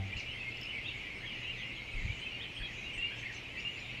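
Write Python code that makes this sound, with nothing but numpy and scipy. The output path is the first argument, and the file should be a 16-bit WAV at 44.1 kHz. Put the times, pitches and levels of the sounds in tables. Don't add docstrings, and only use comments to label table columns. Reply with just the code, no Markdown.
import sys
import numpy as np
from scipy import signal
from scipy.fft import rfft, irfft
from scipy.io import wavfile
from scipy.ndimage import map_coordinates

SR = 44100
rng = np.random.default_rng(int(sys.argv[2]) if len(sys.argv) > 2 else 0)


def generate_wav(signal):
    frames = np.transpose(np.atleast_2d(signal))
    scaled = np.clip(frames, -1, 1) * 32767
    pcm = np.round(scaled).astype(np.int16)
    wavfile.write(sys.argv[1], SR, pcm)


N = 176400

# frequency in Hz, relative density in dB.
TOWN_SPECTRUM = [(12, -44), (20, -5), (65, -2.5), (91, -6.5), (123, -4), (146, -8), (332, -11.5),
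                 (576, -16), (1400, -23), (1820, -97), (3080, -120)]
AIR_SPECTRUM = [(1000, -2), (1500, 8.5), (4000, 4), (5000, 0), (7000, -8.5), (9000, -12.5), (12000, -17.5),
                (15500, -24)]
SHUDDER_SPECTRUM = [(25, -6), (80, 1), (180, -10), (260, -27)]
FAR_CHORUS_SPECTRUM = [(1200, -47), (1700, -11), (2000, -3.5), (2200, 0.5), (2800, -0.5), (3200, -4.5),
                       (3900, -17), (5500, -33.5)]
# frequency in Hz, level in dB, T60 in seconds.
RAIL_MODES = [(97, -31.5, .5), (195, -43.5, .55), (285, -52, .35), (680, -59, .5), (772, -51, .45)]
# peak time in seconds, pitch in Hz, length in seconds, level in dB.
RAIL_BUMPS = [(0.161, 69.6, 0.025, -31.5), (1.957, 36, 0.08, -35.5), (1.989, 30, 0.15, -35),
              (2.03, 36, 0.083, -36), (2.054, 94, 0.035, -27.5), (2.105, 90, 0.032, -28),
              (2.617, 39.4, 0.087, -35.5), (2.993, 32, 0.099, -42.5)]
# start and length in seconds, first and last pitch in Hz, sweep in Hz, level in dB.
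BUZZ_NOTES = [(.30, 0.087, 8600, 8800, 302, -76), (0.643, .14, 8900, 7900, 450, -77),
              (1.304, 0.21, 6400, 6650, 350, -72.5), (1.914, 0.041, 8800, 8340, 300, -71),
              (1.948, 0.27, 6970, 6550, 507, -66.5), (2.542, 0.061, 8380, 8700, 330, -67),
              (2.703, 0.16, 6600, 6230, 403, -66)]
# start in seconds, level in dB, relative level of the bright partial in dB.
TICK_CHIPS = [(.517, -54, -35), (.571, -48, -27), (.613, -43, -18), (.632, -41.5, -28), (0.642, -52, -28),
              (0.654, -46, -32)]
# start and length in seconds, centre pitch in Hz, level in dB.
RASP_CHIPS = [(0.169, 0.049, 5230, -59), (3.157, 0.063, 6230, -65.5), (3.321, 0.04, 5930, -60)]
# time in seconds, gain in dB.
FLOCK_GAIN = [(.06, -1), (.2, 1), (.45, 0), (1.05, 1.5), (1.2, -2.5), (1.5, 2), (1.8, -2), (2.25, 0.5),
              (2.65, -2), (3.15, 2), (3.47, -2), (3.7, 1)]
# start and length in seconds, first, middle and last pitch in Hz, level in dB.
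SHORT_WHISTLE_NOTES = [ (.165, 0.018, 3750, 4640, 5240, -54), (.165, .015, 6300, 7000, 7700, -60),
                       (.197, 0.011, 6360, 4640, 3430, -48), (1.15, 0.041, 8550, 8500, 8500, -73),
                       (1.57, .04, 5800, 6170, 5950, -66), (2.197, 0.031, 7760, 8300, 8400, -68.5),
                       (2.64, 0.033, 3880, 3800, 3800, -55.5), (2.835, 0.029, 3830, 3920, 3800, -56),
                       (2.93, 0.039, 7400, 8270, 8450, -62.5), (2.972, 0.02, 6840, 7280, 7600, -62),
                       (3.182, .04, 6000, 6470, 5500, -63), (3.342, 0.039, 5660, 6230, 5000, -57.5),
                       (3.57, 0.042, 4550, 4720, 6270, -57.5), (3.765, 0.045, 4800, 4800, 6100, -61)]
LONG_WHISTLE_NOTES = [(3.53, 0.44, 6540, 7070, 6720, -68.5)]
CAROL_NOTES = [ (0.125, 0.016, 2200, 2410, 2390, -39), (0.16, 0.036, 2580, 2810, 2730, -42.5),
               (0.189, 0.029, 2645, 2285, 2080, -43), (0.27, 0.088, 2730, 3047, 3150, -49.5),
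               (0.399, 0.04, 2510, 2605, 2630, -44), (0.444, 0.057, 2206, 2130, 2240, -44),
               (0.618, 0.03, 3110, 2923, 2480, -47), (0.664, 0.078, 2600, 3007, 2320, -44.5),
               (0.728, 0.079, 2100, 2318, 1960, -42), (.84, 0.044, 3080, 3480, 3870, -47),
               (0.874, 0.054, 3890, 3290, 2730, -47.5), (0.846, 0.076, 2570, 2690, 2686, -44),
               (0.923, 0.067, 2244, 2214, 2100, -47), (1.068, 0.054, 2503, 2250, 2136, -47),
               (1.144, 0.033, 2450, 2277, 2110, -46), (1.228, 0.042, 1963, 2174, 2260, -46),
               (1.201, 0.057, 1473, 1845, 1610, -53.5), (1.254, 0.071, 3400, 3085, 2630, -47.5),
               (1.327, 0.025, 2830, 2890, 2670, -42), (1.425, 0.066, 2563, 2653, 3200, -45.5),
               (1.469, 0.047, 2945, 2773, 2880, -40.5), (1.575, 0.057, 3765, 3340, 3070, -51.5),
               (1.589, 0.041, 2430, 2200, 1930, -45.5), (1.618, 0.054, 2976, 2803, 2820, -43.5),
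               (1.7, 0.044, 2095, 2153, 2220, -49), (1.76, 0.041, 3550, 3050, 2870, -49),
               (1.771, 0.054, 2230, 2150, 2300, -47.5), (1.877, 0.03, 2410, 2260, 2180, -45),
               (1.913, 0.034, 2537, 2577, 2380, -48.5), (1.955, 0.062, 2283, 2176, 2040, -44),
               (2.075, 0.061, 2206, 2292, 2450, -43.5), (2.214, 0.041, 2870, 3080, 3110, -43.5),
               (2.259, 0.023, 2510, 2600, 2630, -40), (2.278, 0.1, 3160, 2820, 2854, -45),
               (2.392, 0.035, 2985, 3180, 3800, -46), (2.426, 0.037, 3840, 3110, 3100, -45),
               (2.564, 0.024, 2780, 3220, 3060, -42.5), (2.596, 0.032, 1705, 1715, 1670, -51),
               (2.623, 0.039, 3410, 3270, 3270, -45.5), (2.625, 0.048, 2506, 2530, 2490, -45),
               (2.681, 0.04, 2055, 1924, 2070, -50), (2.775, 0.081, 2624, 2426, 2630, -49),
               (2.84, 0.046, 2680, 2800, 2833, -45.5), (2.931, 0.03, 3000, 3010, 2780, -46),
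               (2.975, 0.061, 2694, 2755, 2750, -39), (3.025, 0.053, 2788, 2800, 2890, -35.5),
               (3.039, 0.042, 2330, 2300, 2320, -43.5), (3.105, 0.044, 1545, 1657, 1640, -51),
               (3.217, 0.028, 2280, 1937, 1840, -49), (3.255, 0.02, 2170, 2113, 2030, -40.5),
               (3.277, 0.0387, 1870, 1850, 1630, -47.5), (3.564, 0.047, 2680, 2685, 2980, -43.5),
               (3.647, 0.038, 2720, 2858, 2790, -36.5), (3.73, 0.058, 2840, 2720, 2540, -50),
               (3.836, 0.023, 3340, 3630, 3740, -54), (3.886, 0.031, 2760, 2586, 2420, -48.5)]

NOTE_FADE_SHARE = 0.11
SMALL_BIRD_T60_S = 0.22


def undb(db):
    return 10 ** (np.asarray(db) / 20)


def set_rms(x, db):
    return x * undb(db) / np.std(x)


def add(out, start_s, x):
    i = int(np.clip(start_s * SR, 0, N - 1))
    out[i:i + len(x)] += x[:N - i]


def noise(spectrum, rms_db):
    hz, db = np.array(spectrum, float).T
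    log_hz = np.log(np.maximum(np.fft.rfftfreq(N, 1 / SR), 1))
    outside = np.abs(log_hz - np.clip(log_hz, np.log(hz[0]), np.log(hz[-1])))
    gain = undb(np.interp(log_hz, np.log(hz), db)) * np.exp(-2 * outside)
    return set_rms(irfft(rfft(rng.standard_normal(N)) * gain, N), rms_db)


def drift(rate_hz):
    return map_coordinates(rng.standard_normal(4096), [np.arange(N) / SR * rate_hz], order=2, mode="wrap")


def swell(u, fade_share=NOTE_FADE_SHARE):
    return np.sin(np.pi / 2 * np.clip(np.minimum(u, 1 - u) / fade_share, 0, 1)) ** 2


def tone(hz):
    return np.sqrt(2) * np.sin(2 * np.pi * np.cumsum(hz) / SR)


def echoes(x, t60_s, onset_s=0.0012):
    t = np.arange(SR) / SR
    tail = rng.standard_normal(SR) * np.exp(-np.log(1000) * t / t60_s) * (1 - np.exp(-t / onset_s))
    return signal.fftconvolve(x, tail / np.linalg.norm(tail))[:N]


def in_yard(x, echo_db, t60_s=SMALL_BIRD_T60_S):
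    return (x + undb(echo_db) * echoes(x, t60_s)) / np.hypot(1, undb(echo_db))


def sing(notes, fade_share=NOTE_FADE_SHARE, hoarse_below_hz=2050):
    out = np.zeros(N)
    wobble_hz = 28.6 * drift(260)
    flutter = 1 + 0.1 * drift(140)
    for start_s, length_s, first, middle, last, db in notes:
        u = np.linspace(0, 1, int(length_s * SR))
        arch_hz = first + (last - first) * u + (2 * middle - first - last) * 2 * u * (1 - u)
        hoarseness = 2.2 if middle < hoarse_below_hz else 1
        shake_hz = hoarseness * wobble_hz.take(int(start_s * SR) + np.arange(len(u)), mode="wrap")
        add(out, start_s, undb(db) * swell(u, fade_share) * tone(arch_hz + shake_hz))
    return out * flutter


def random_notes(count, low_hz, high_hz, slur, mean_length_s, spread_db, tilt_db_per_octave=0):
    notes = []
    draws = zip(rng.random((count, 3)), rng.standard_normal((count, 4)))
    for k, ((when, pitch, span), z) in enumerate(draws):
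        start_s = (k + when) / count * N / SR
        hz = low_hz * (high_hz / low_hz) ** pitch
        arch_hz = hz * np.exp(slur * z[:3] * [1, .5, 1])
        db = spread_db * z[3] + tilt_db_per_octave * np.log2(hz / low_hz)
        notes.append((start_s, mean_length_s * (.5 + span), *arch_hz, db))
    return notes


def town(hum_hz=117.4, hum_db=-57.5):
    hum = undb(hum_db) * tone(hum_hz * (1 + 0.0084 * drift(14)))
    hum *= 1 + 0.16 * drift(10)
    return noise(TOWN_SPECTRUM, rms_db=-51.5) + hum + noise(AIR_SPECTRUM, rms_db=-59.5)


def rail(shudder_s=0.13, shudder_re_bump_db=-15):
    t = np.arange(N) / SR
    out, shudder_power = np.zeros(N), np.zeros(N)
    for hz, db, t60_s in RAIL_MODES:
        out += undb(db) * np.sin(2 * np.pi * hz * t) * np.exp(-np.log(1000) * t / t60_s)
    for peak_s, hz, length_s, db in RAIL_BUMPS:
        offset_s = np.linspace(-length_s / 2, length_s / 2, int(length_s * SR))
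        bump = np.hanning(len(offset_s)) ** 2 * np.cos(2 * np.pi * hz * offset_s)
        add(out, peak_s - length_s / 2, undb(db) * bump)
        add(shudder_power, peak_s - shudder_s / 2, (undb(db) * np.hanning(int(shudder_s * SR))) ** 2)
    return out + np.sqrt(shudder_power) * noise(SHUDDER_SPECTRUM, shudder_re_bump_db)


def twitter():
    notes = random_notes(count=420, low_hz=3308, high_hz=7650, slur=0.0771, mean_length_s=0.032,
                         spread_db=1, tilt_db_per_octave=-12)
    return set_rms(in_yard(sing(notes), echo_db=8), db=-63)


def flock():
    notes = random_notes(count=300, low_hz=2087, high_hz=2966, slur=0.1, mean_length_s=0.045,
                         spread_db=1.5)
    warbles = set_rms(in_yard(sing(notes), echo_db=2, t60_s=0.35), db=-47.5)
    wash = noise(FAR_CHORUS_SPECTRUM, rms_db=-50.5)
    gain_db = np.interp(np.arange(N) / SR, *np.array(FLOCK_GAIN).T)
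    return (warbles + wash) * undb(gain_db)


def buzzes(shake_hz=142.5, roughness=0.445):
    out = np.zeros(N)
    shake = tone(shake_hz * (1 + 0.119 * drift(58.8))) / np.sqrt(2)
    shake += roughness * drift(770)
    for start_s, length_s, first_hz, last_hz, sweep_hz, db in BUZZ_NOTES:
        u = np.linspace(0, 1, int(length_s * SR))
        hz = first_hz + (last_hz - first_hz) * u + sweep_hz * shake[:len(u)]
        add(out, start_s, undb(db) * np.sqrt(swell(u)) * tone(hz))
    return out


def rasps(scatter_share=0.285):
    out = np.zeros(N)
    pitch_ratio = 1 + scatter_share * np.tanh(drift(1100))
    for start_s, length_s, hz, db in RASP_CHIPS:
        u = np.linspace(0, 1, int(length_s * SR))
        add(out, start_s, undb(db) * swell(u) * tone(hz * pitch_ratio[:len(u)]))
    return out


def ticks(pitch_hz=5110, bright_hz=13000, length_s=0.0061):
    out = np.zeros(N)
    u = np.linspace(0, 1, int(length_s * SR))
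    envelope = np.minimum(u / 0.17, 1) * (1 - u)
    for start_s, db, bright_db in TICK_CHIPS:
        glide = 1 + 0.05 * (1 + rng.standard_normal()) * (.5 - u)
        chip = tone(pitch_hz * glide) + undb(bright_db) * tone(bright_hz * glide)
        add(out, start_s, undb(db) * envelope * chip)
    return out


def whistles():
    return sing(SHORT_WHISTLE_NOTES) + sing(LONG_WHISTLE_NOTES, fade_share=0.31)


def carols(near_db=-38, near_echo_db=-8, wall_delay_s=0.021, wall_db=-6):
    direct_notes, scattered_notes = [], []
    for *shape, db in CAROL_NOTES:
        echo_db = near_echo_db + 0.6 * (near_db - db)
        direct_db = db - 20 * np.log10(np.hypot(1, undb(echo_db)))
        direct_notes.append((*shape, direct_db))
        scattered_notes.append((*shape, direct_db + echo_db))
    scattered = sing(scattered_notes)
    out = sing(direct_notes) + echoes(scattered, t60_s=0.28)
    add(out, wall_delay_s, undb(wall_db) * scattered)
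    return out


def scene(width_above_hz=4000):
    thrushes = carols() + flock()
    small_birds = (in_yard(whistles() + rasps(), echo_db=-3) + in_yard(buzzes(), echo_db=3)
                   + in_yard(ticks(), echo_db=-10) + twitter())
    mid = thrushes + small_birds + rail() + town()
    treble = signal.sosfilt(signal.butter(3, width_above_hz, "high", fs=SR, output="sos"), mid)
    side = undb(-25.5) * echoes(treble, t60_s=0.011) + undb(-33) * echoes(mid, t60_s=0.005)
    return np.array([mid + side, mid - side])


def record(dry):
    cutoff_hz = 15300
    return signal.sosfilt(signal.ellip(8, .2, 70, cutoff_hz, fs=SR, output="sos"), dry)


dry = scene()
out = record(dry)
generate_wav(out)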